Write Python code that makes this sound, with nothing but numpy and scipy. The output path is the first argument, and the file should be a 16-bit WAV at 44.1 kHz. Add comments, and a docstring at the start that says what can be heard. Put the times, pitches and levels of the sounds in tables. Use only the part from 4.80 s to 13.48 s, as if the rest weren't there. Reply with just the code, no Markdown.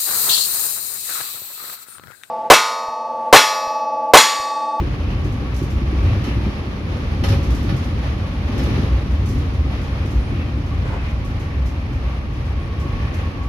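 """A low, uneven boom and the roar of wheels fill the driver's cab of an electric train at speed.
Rough rails shake the car body and excite the wheels; roar and boom are coloured noise that follows the roughness.
The front bogie clatters over a rail joint: bursts of noise, ringing steel modes and body thumps.
Two wavering gear tones whine faintly, and noise bursts make the cab fittings rattle.
A short rush of noise comes back from the trackside, made of hollow, comb-filtered swells."""
import sys
import numpy as np
from scipy import signal
from scipy.fft import rfft, irfft
from scipy.io import wavfile
from scipy.ndimage import uniform_filter1d

SR = 44100
rng = np.random.default_rng(int(sys.argv[2]) if len(sys.argv) > 2 else 0)


def generate_wav(signal):
    """Clip the signal to [-1, 1] and save it as 16-bit WAV at the path in sys.argv[1]."""
    frames = np.transpose(np.atleast_2d(signal))
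    scaled = np.clip(frames, -1, 1) * 32767
    pcm = np.round(scaled).astype(np.int16)
    wavfile.write(sys.argv[1], SR, pcm)


N = 382788
T = np.arange(N) / SR  # seconds
FREQS = np.maximum(np.arange(N // 2 + 1) * SR / N, 1)  # Hz, kept above zero


# Course of the rail roughness. Each row: time in seconds, roughness in dB (only its departure from the mean counts).
RAIL_ROUGHNESS = [(0.0, -45), (0.81, -46.5), (1.55, -43.5), (1.92, -45.5), (2.54, -42), (3.59, -45),
                  (3.93, -43), (4.12, -44), (7.07, -48.5), (7.95, -48.5), (8.29, -45), (8.6, -49)]
# Short stretches of altered rail wear. Each row: start in seconds, length in seconds, added roughness in dB.
WORN_STRETCHES = [(0.283, 0.073, 3), (1.234, 0.28, 1), (2.857, 0.074, 2), (3.688, 0.38, 4),
                  (4.507, 0.085, 1.5), (5.297, 0.34, 1), (8.266, 0.13, -0.5)]
WORN_EDGE_S = 0.066


def roughness():
    """Rail roughness in dB, the one control for boom, drumming, roar and hiss: slow course plus worn stretches."""
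    course, = in_time(RAIL_ROUGHNESS)
    worn = np.zeros(N)
    for start, length, db in WORN_STRETCHES:
        inside_s = np.minimum(T - start, start + length - T)
        worn += db * np.clip(inside_s / WORN_EDGE_S + .5, 0, 1)
    return course - course.mean() + worn


# Colour of the body boom. Each row: frequency in Hz, relative density in dB per Hz.
BOOM_COLOUR = [(22, -30), (32, -13), (42, -3), (62, -4), (80, 1), (100, -3), (130, -11), (180, -15.5)]
# Colour of the drumming floor. Each row: frequency in Hz, relative density in dB per Hz.
DRUMMING_COLOUR = [(76, -44), (130, 0), (173, -3), (281, -7.5), (437, -16), (480, -22.5), (620, -48),
                   (1060, -120)]
# Car body modes. Each row: frequency in Hz, width in Hz, relative power in dB.
BODY_MODES = [(61.6, 4.5, -23), (84, 49, 18), (113, 25, -26), (250, 50, -23)]
# Floor panel modes. Each row: frequency in Hz, width in Hz, relative power in dB.
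PANEL_MODES = [(132.8, 6.7, -1), (203.7, 15.4, -3), (248.7, 36, 0), (289, 12.5, -5.5), (347, 18.7, -8),
               (392, 19, -15)]
# Heaves of the body on its springs. Each row: centre in seconds, bell width in seconds, pitch in Hz, level in dB.
BODY_HEAVES = [(.01, 0.024, 60.5, -19), (.96, 0.018, 66, -19), (1.195, 0.055, 66.6, -16),
               (1.272, 0.033, 85.9, -16.5), (2.504, 0.026, 89.2, -15), (2.703, 0.033, 58.9, -19.5),
               (3.866, 0.08, 78, -19), (4.145, 0.021, 60.8, -13.5), (4.362, 0.023, 72, -14),
               (4.823, 0.046, 75.6, -21.5), (5.377, 0.036, 61, -14), (6.8, 0.095, 60.7, -20.5),
               (8.604, .06, 59.8, -22)]
# level in dB on average rail, and dB gained per dB of roughness
BOOM_DB, BOOM_FOLLOWS = -22.5, 0.55
DRUM_DB, DRUM_FOLLOWS = -29.5, 0.95
SLEEPER_HZ, SLEEPER_DB = 61.44, -29.5


def car_body(rough_db, mode_db, sway_db):
    """Roughness makes the body boom and the floor drum; sleepers add a hum, each heave rings at one pitch."""
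    lowest_mode = cab_noise(resonances(BODY_MODES[:1]) ** 2)
    body = steady(coloured(BOOM_COLOUR) + from_db(mode_db) * lowest_mode, span_s=0.13)
    boom = from_db(BOOM_DB + BOOM_FOLLOWS * rough_db + sway_db * drift(2.8)) * body

    sleepers = from_db(SLEEPER_DB) * hum(SLEEPER_HZ, waver_hz=2.35)
    heaves = sum(swells([(s, width_s, db)]) * hum(hz, waver_hz=3.06) for s, width_s, hz, db in BODY_HEAVES)

    panels = cab_noise(resonances(PANEL_MODES) / (1 + (FREQS / 520) ** 6))
    floor = steady(coloured(DRUMMING_COLOUR) + panels, span_s=0.091)
    drumming = from_db(DRUM_DB + DRUM_FOLLOWS * rough_db) * floor
    return boom + sleepers + heaves + drumming


# Colour of the wheel roar. Each row: frequency in Hz, relative density in dB per Hz.
ROAR_COLOUR = [(250, -33), (420, -1.5), (523, 2), (680, -4), (789, -2.5), (1020, -5), (1130, -2.5),
               (1490, -8.5), (2380, -7.5), (3400, -19), (4420, -61), (7480, -120)]
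# Colour of the rail hiss. Each row: frequency in Hz, relative density in dB per Hz.
HISS_COLOUR = [(3000, 6), (4000, 0.5), (5200, -4.5), (6400, -9.5), (7400, -23), (8700, -29.5),
               (9700, -16.5), (11500, -18), (13500, -29), (15000, -52)]
# Wheel and rail modes, for rolling and blows alike. Each row: frequency in Hz, width in Hz, relative strength in dB.
STEEL_MODES = [(555, 46, 4), (803, 55, 1.7), (1263, 70, -1.5), (1446, 45, -5.5), (1770, 164, 3.5),
               (2000, 110, -5.5), (2440, 60, -6.5), (2690, 280, 3.5), (3050, 100, -1.5), (3800, 110, -8),
               (4300, 100, -8), (5380, 95, -7.5)]
# Swells of wheel ringing. Each row: centre in seconds, bell width in seconds, band centre in Hz, relative level in dB.
WHEEL_RINGS = [(0.303, 0.075, 2650, -44), (1.29, .04, 2300, -40), (1.512, 0.063, 2230, -39),
               (3.92, 0.085, 2100, -40.5), (5.58, 0.071, 2350, -42), (6.72, 0.05, 2000, -43),
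               (7.16, .025, 2200, -46), (7.997, 0.023, 2410, -48), (8.2, 0.043, 2500, -51),
               (8.306, 0.13, 2080, -40.5)]
# level in dB on average rail, and dB gained per dB of roughness
ROAR_DB, ROAR_FOLLOWS = -36, 0.61
HISS_DB, HISS_FOLLOWS = -47, 1.01


def rolling(rough_db, steel_db, ring_db, ring_width_hz, flutter_db, wander_db):
    """Wheels roar and ring and the rail hisses; a wandering, fluttering contact load moves roar and hiss."""
    load_db = flutter_db * drift(27) + wander_db * drift(3.7)
    steel = resonances(STEEL_MODES)
    contact = coloured(ROAR_COLOUR) + from_db(steel_db) * cab_noise(steel)
    roar = from_db(ROAR_DB + ROAR_FOLLOWS * rough_db + load_db) * contact

    # each rippled stretch of rail drives the modes near its own pitch hardest
    ripples = np.zeros((2, N))
    for s, width_s, hz, db in WHEEL_RINGS:
        ripples += swells([(s, width_s, db)]) * cab_noise(steel * band(hz, ring_width_hz))
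    flicker = rms_one(from_db(1.8 * drift(45)))
    ringing = from_db(ring_db) * flicker * ripples

    hiss = from_db(HISS_DB + HISS_FOLLOWS * rough_db + load_db) * coloured(HISS_COLOUR)
    return roar + ringing + hiss


# Wheels striking joints and welds.
# Each row: start in seconds, relative clash level in dB, relative thump level in dB, clash decay in seconds.
JOINT_BLOWS = [(1.44, -39.5, -45, 0.11), (2.4365, -27.5, -17, 0.043), (2.485, -38, -26, 0.026),
               (2.499, -36, -19, 0.015), (2.519, -36, -22, 0.038), (2.534, -39, -22.5, 0.013),
               (2.89, -35.5, -17, 0.047), (3.79, -37.5, -18, 0.082)]
# Colour of the clash. Each row: frequency in Hz, relative density in dB per Hz.
CLASH_COLOUR = [(150, -10), (300, 1), (800, 7.5), (1500, 4), (3800, 1), (6000, -6), (8000, -69),
                (10500, -11), (14500, -28)]


def joints(clash_db, steel_db, steel_damping, thump_db, thump_decay_s):
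    """Each wheel blow gives a clash of noise, a ring of steel modes and a muffled thump of the car body."""
    clash = sum(from_db(db) * blow(s, .0012, decay_s) for s, db, _, decay_s in JOINT_BLOWS)
    hits = [(s, db + steel_db) for s, db, _, _ in JOINT_BLOWS]
    ring = struck(STEEL_MODES, hits, damping=steel_damping, tilt_db=0.8, apart=1.0, rise_s=0.0036)
    metal = from_db(clash_db) * clash * coloured(CLASH_COLOUR) + ring

    thump = sum(from_db(db) * blow(s, 0.0027, thump_decay_s) for s, _, db, _ in JOINT_BLOWS)
    muffled = resonances(BODY_MODES) / (1 + (FREQS / 500) ** 2)
    return metal + from_db(thump_db) * thump * steady(cab_noise(muffled), span_s=0.15)


# Shudders of the bogie. Each row: centre in seconds, bell width in seconds, level in dB.
BOGIE_SHUDDERS = [(.5, 0.11, -23), (1.31, 0.063, -21), (1.58, 0.018, -21), (2.93, 0.019, -18),
                  (3.9, 0.22, -25), (4.48, .13, -29)]
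# Jolts from the wheels that knock the floor. Each row: start in seconds, relative level in dB.
FLOOR_KNOCKS = [(.012, -20.5), (0.453, -21.5), (.62, -27.5), (0.814, -20), (0.93, -26), (1.015, -22.5),
                (1.124, -23.5), (1.226, -23.5), (1.355, -27), (1.475, -21.5), (1.565, -24), (1.664, -20),
                (2.105, -28), (2.426, -19.5), (2.514, -23.5), (2.84, -23), (2.92, -19.5), (3.776, -29),
                (3.976, -22), (4.491, -26), (4.559, -22.5), (5.245, -24.5), (5.328, -26), (5.52, -23),
                (5.587, -25), (5.769, -26.5), (7.11, -28.5), (8.05, -24.5)]


def bogie(shudder_hz, width_hz, knock_db, knock_tilt_db):
    """The bogie shudders as a band of noise above the boom; its jolts set the floor panel modes ringing."""
    shudder = swells(BOGIE_SHUDDERS) * steady(cab_noise(band(shudder_hz, width_hz)), span_s=0.099)
    knocks = struck(PANEL_MODES, FLOOR_KNOCKS, damping=1.0, tilt_db=knock_tilt_db, apart=0.31, rise_s=0.0038)
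    return shudder + from_db(knock_db) * knocks


# Whine of the two gear sets. Each row: time in seconds, relative upper level in dB, relative lower level in dB.
GEAR_WHINE = [(0, -56, -50), (.35, -45, -54), (1.7, -56, -62), (4.5, -50, -49), (5.6, -63, -69),
              (7.0, -59, -57), (7.45, -50, -47), (7.73, -57, -58), (7.77, -50, -45), (8.2, -46, -43),
              (8.35, -53, -47), (8.48, -50, -44), (8.6, -41.5, -48)]
# Mesh pitches: upper gear set in Hz, lower gear set in Hz.
GEAR_PITCHES = [1141, 1097]
# Upper whine surging as its gears take load. Each row: centre in seconds, bell width in seconds, relative level in dB.
GEAR_SURGES = [(1.217, 0.021, -41), (3.46, .02, -41), (5.92, .016, -37.5), (6.44, .02, -44),
               (6.678, 0.016, -39), (8.2, .018, -44)]


def drive(level_db, waver_hz, shimmer_db, path_radians):
    """Two gear sets mesh at nearly the same rate; each wavering tone reaches the two sides by shifting paths."""
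    upper, lower = from_db(in_time(GEAR_WHINE))
    surging_upper = np.hypot(upper, swells(GEAR_SURGES))
    tones = np.zeros((2, N))
    for hz, level in zip(GEAR_PITCHES, [surging_upper, lower]):
        phase = 2 * np.pi * np.cumsum(hz + waver_hz * drift(47.0)) / SR
        paths = np.array([drift(5.7), drift(3.0)])
        shimmer = from_db(shimmer_db * drift(33))
        tones += level * rms_one(shimmer * np.sin(phase + path_radians * paths))
    return from_db(level_db) * tones


# Hard jolts of loose cab fittings. Each row: start in seconds, relative level in dB.
HARD_JOLTS = [(.4434, -54.5), (.5187, -58), (.7417, -53), (.8275, -56), (.9023, -55), (1.4391, -50.5),
              (2.4379, -44), (2.4857, -48), (2.63, -53), (2.7472, -52), (2.8275, -55), (2.9637, -52),
              (3.04, -58), (3.7773, -49), (3.8342, -54), (4.31, -58), (4.4867, -51.5), (4.5785, -59),
              (4.735, -61), (5.256, -56), (5.3078, -57), (6.4467, -54), (6.5954, -55), (7.13, -60),
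              (7.53, -62), (7.9977, -54.5), (8.34, -52.5)]
# Colour of the rattle. Each row: frequency in Hz, relative density in dB per Hz.
RATTLE_COLOUR = [(1000, -20), (3000, -4), (6000, 4), (8000, -7.5), (10500, -5.5), (14500, -6.5)]
# faint jolts at random in between: mean rate, relative level and spread either way
JOLTS_PER_S, JOLT_DB, JOLT_SPREAD_DB = 1.4, -63.5, 13


def fittings(level_db, decay_s):
    """Jolted fittings rattle in short bursts of bright noise with a sharp rise and exponential decay."""
    chance = rng.random((60, 2))
    times = np.cumsum(.5 + chance[:, 0]) / JOLTS_PER_S
    levels_db = JOLT_DB + JOLT_SPREAD_DB * (2 * chance[:, 1] - 1)
    faint = [(s, db) for s, db in zip(times, levels_db) if s < T[-1]]
    jolts = sum(from_db(db) * blow(s, 0.00045, decay_s) for s, db in list(HARD_JOLTS) + faint)
    return from_db(level_db) * jolts * coloured(RATTLE_COLOUR)


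# Thin squeaks of a rubbing fitting. Each row: centre in seconds, bell width in seconds, level in dB.
FITTING_SQUEAKS = [(5.46, 0.052, -62), (5.78, .03, -68), (7.83, 0.031, -64)]


def squeaks(hz, width_hz):
    """A fitting rubs and sings in one high, narrow mode."""
    return swells(FITTING_SQUEAKS) * cab_noise(band(hz, width_hz))


# Trackside structures throwing the wheel noise back.
# Each row: centre in seconds, bell width in seconds, band centre in Hz, band width in Hz, level in dB.
TRACKSIDE_RUSHES = [(6.058, 0.012, 500, 420, -32), (6.077, 0.02, 1000, 1660, -36),
                    (6.146, 0.038, 720, 850, -32.5), (6.16, 0.082, 1850, 1100, -42),
                    (6.193, 0.023, 2600, 160, -45), (6.284, 0.033, 2170, 1000, -40)]


def trackside(comb_hz, bounce, grain_db):
    """Noise swells roughly as hard surfaces pass close by; bouncing across the narrow gap rings it hollow."""
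    gap = 1 / abs(1 - bounce * np.exp(-2j * np.pi * FREQS / comb_hz))
    rush = np.zeros((2, N))
    for s, width_s, hz, width_hz, db in TRACKSIDE_RUSHES:
        rush += swells([(s, width_s, db)]) * cab_noise(gap * band(hz, width_hz))
    return rms_one(from_db(grain_db * drift(90))) * rush


# Likeness of the two sides in the cab. Each row: frequency in Hz, left-right correlation from -1 to 1.
SIDE_LIKENESS = [(60, .996), (125, .975), (270, .9), (450, .68), (740, .48), (1200, .08), (1900, -.22),
                 (3300, -.03), (6000, 0)]


def cab_noise(gain):
    """Diffuse noise of unit power in the cab: alike at both ears in the bass, unrelated in the high treble."""
    mid, side = rfft(rng.standard_normal((2, N)))
    alike = np.clip(over_hz(SIDE_LIKENESS), -1, 1)
    pair = np.sqrt(1 + alike) * mid + np.sqrt(1 - alike) * side * [[1], [-1]]
    return rms_one(irfft(pair * gain, N))


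def coloured(spectrum):
    """Cab noise with a given colour, falling steeply beyond its ends."""
    low_skirt = 1 / (1 + (spectrum[0][0] / FREQS) ** 8)
    high_skirt = 1 / (1 + (FREQS / spectrum[-1][0]) ** 16)
    return cab_noise(from_db(over_hz(spectrum)) * low_skirt * high_skirt)


def resonances(modes):
    """Summed power response of damped modes, as a gain; each mode's power is set by its dB."""
    power = 0
    for hz, width, db in modes:
        detuning = (FREQS ** 2 - hz ** 2) / (FREQS * width)
        power = power + from_db(db) ** 2 / width / (1 + detuning ** 2)
    return np.sqrt(power)


def band(hz, width_hz):
    """Gain of one resonance applied twice, for a band with steeper sides."""
    return resonances([(hz, width_hz, 0)]) ** 2


def struck(modes, hits, damping, tilt_db, apart, rise_s):
    """Each hit rings all modes with fresh strengths and phases; tilt in dB per octave, sides apart in radians."""
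    age = T[:SR // 4]
    hz, width, mode_db = np.transpose(modes)[:, :, None]
    tilted = from_db(mode_db + tilt_db * np.log2(hz / hz[0]))
    decays = tilted * np.exp(-np.pi * damping * width * age)
    rise = 1 - np.exp(-age / rise_s)
    out = np.zeros((2, N + len(age)))
    for s, db in hits:
        strength, phase, offset = rng.standard_normal((3, len(modes), 1))
        sides = np.pi * phase + apart * np.array([offset, -offset]) / 2
        partials = from_db(2 * strength) * decays * np.sin(2 * np.pi * hz * age + sides)
        ring = np.sum(partials * rise, axis=1)
        start = max(int(s * SR), 0)
        # level set by the first 30 ms
        out[:, start:start + len(age)] += from_db(db) * ring / ring[:, :int(.03 * SR)].std()
    return out[:, :N]


def hum(hz, waver_hz):
    """A low tone of unit power with a wandering pitch."""
    cycles = rng.random() + np.cumsum(hz + waver_hz * drift(8.2)) / SR
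    return np.sqrt(2) * np.sin(2 * np.pi * cycles)


def blow(s, rise_s, decay_s):
    """Envelope of a blow: quick rise, exponential decay."""
    out = np.zeros(N)
    span = slice(*np.searchsorted(T, [s, s + 10 * decay_s]))
    age = T[span] - s
    out[span] = (1 - np.exp(-age / rise_s)) * np.exp(-age / decay_s)
    return out


def swells(rows):
    """Smooth bell-shaped rises in level; the width is the bell's standard deviation."""
    out = np.zeros(N)
    for s, width_s, db in rows:
        span = slice(*np.searchsorted(T, [s - 5 * width_s, s + 5 * width_s]))
        out[span] += from_db(db) * np.exp(-.5 * ((T[span] - s) / width_s) ** 2)
    return out


def drift(rate_hz):
    """Random wander of unit power, fading above the given rate."""
    return rms_one(irfft(rfft(rng.standard_normal(N)) / (1 + (FREQS / rate_hz) ** 2), N))


def steady(x, span_s):
    """Even out the slow swells of a narrow noise."""
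    power = uniform_filter1d(np.mean(x ** 2, axis=0), max(int(span_s * SR), 1))
    return x / np.sqrt(power + 1e-9)


def from_db(db):
    """Decibels to gain."""
    return 10 ** (np.asarray(db) / 20)


def rms_one(x):
    """Scale to unit power."""
    return x / np.sqrt(np.mean(x ** 2) + 1e-20)


def in_time(rows):
    """Each column of a curve at every sample."""
    s, *columns = np.transpose(rows)
    return [np.interp(T, s, column) for column in columns]


def over_hz(points):
    """A table read on a log-frequency axis."""
    hz, value = np.transpose(points)
    return np.interp(np.log(FREQS), np.log(hz), value)


def scene():
    """Everything that reaches the cab."""
    rough_db = roughness()
    body = car_body(rough_db, mode_db=-8, sway_db=1.5)
    wheels = rolling(rough_db, steel_db=-10.5, ring_db=-1.0, ring_width_hz=1100, flutter_db=0.58, wander_db=0.74)
    blows = joints(clash_db=2.3, steel_db=-1.0, steel_damping=0.15, thump_db=-3.0, thump_decay_s=0.048)
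    # the knocks favour the upper panel modes
    running_gear = bogie(shudder_hz=94, width_hz=51, knock_db=-2.3, knock_tilt_db=5)
    whine = drive(level_db=-1.0, waver_hz=12.46, shimmer_db=3.0, path_radians=0.82)
    cab = fittings(level_db=6.0, decay_s=0.053) + squeaks(hz=9340, width_hz=310)
    rush = trackside(comb_hz=497, bounce=.3, grain_db=0.5)
    return body + wheels + blows + running_gear + whine + cab + rush


# Lean of the sound between the sides. Each row: frequency in Hz, left minus right level in dB.
SIDE_LEAN = [(60, .25), (170, .1), (230, 1.1), (320, 0), (440, 1.8), (560, 0), (740, -2.3), (900, 1.3),
             (1100, -.5), (2900, 1.2), (4200, -1), (6000, -6), (7400, -6), (8400, 0), (9200, 10),
             (10200, 5.5), (12000, 1.5)]
CUTOFF_HZ = 14600


def record(dry):
    """The two microphone ports colour the sound differently; a steep elliptic low-pass cuts the top."""
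    ports = from_db(over_hz(SIDE_LEAN) * [[.5], [-.5]])
    ports = ports / np.sqrt(np.mean(ports ** 2, axis=0))  # equal total power at every frequency
    heard = irfft(rfft(dry) * ports, N)
    top_cut = signal.ellip(10, .2, 80, CUTOFF_HZ, fs=SR, output="sos")
    return signal.sosfilt(top_cut, heard)


dry = scene()
out = record(dry)
generate_wav(out)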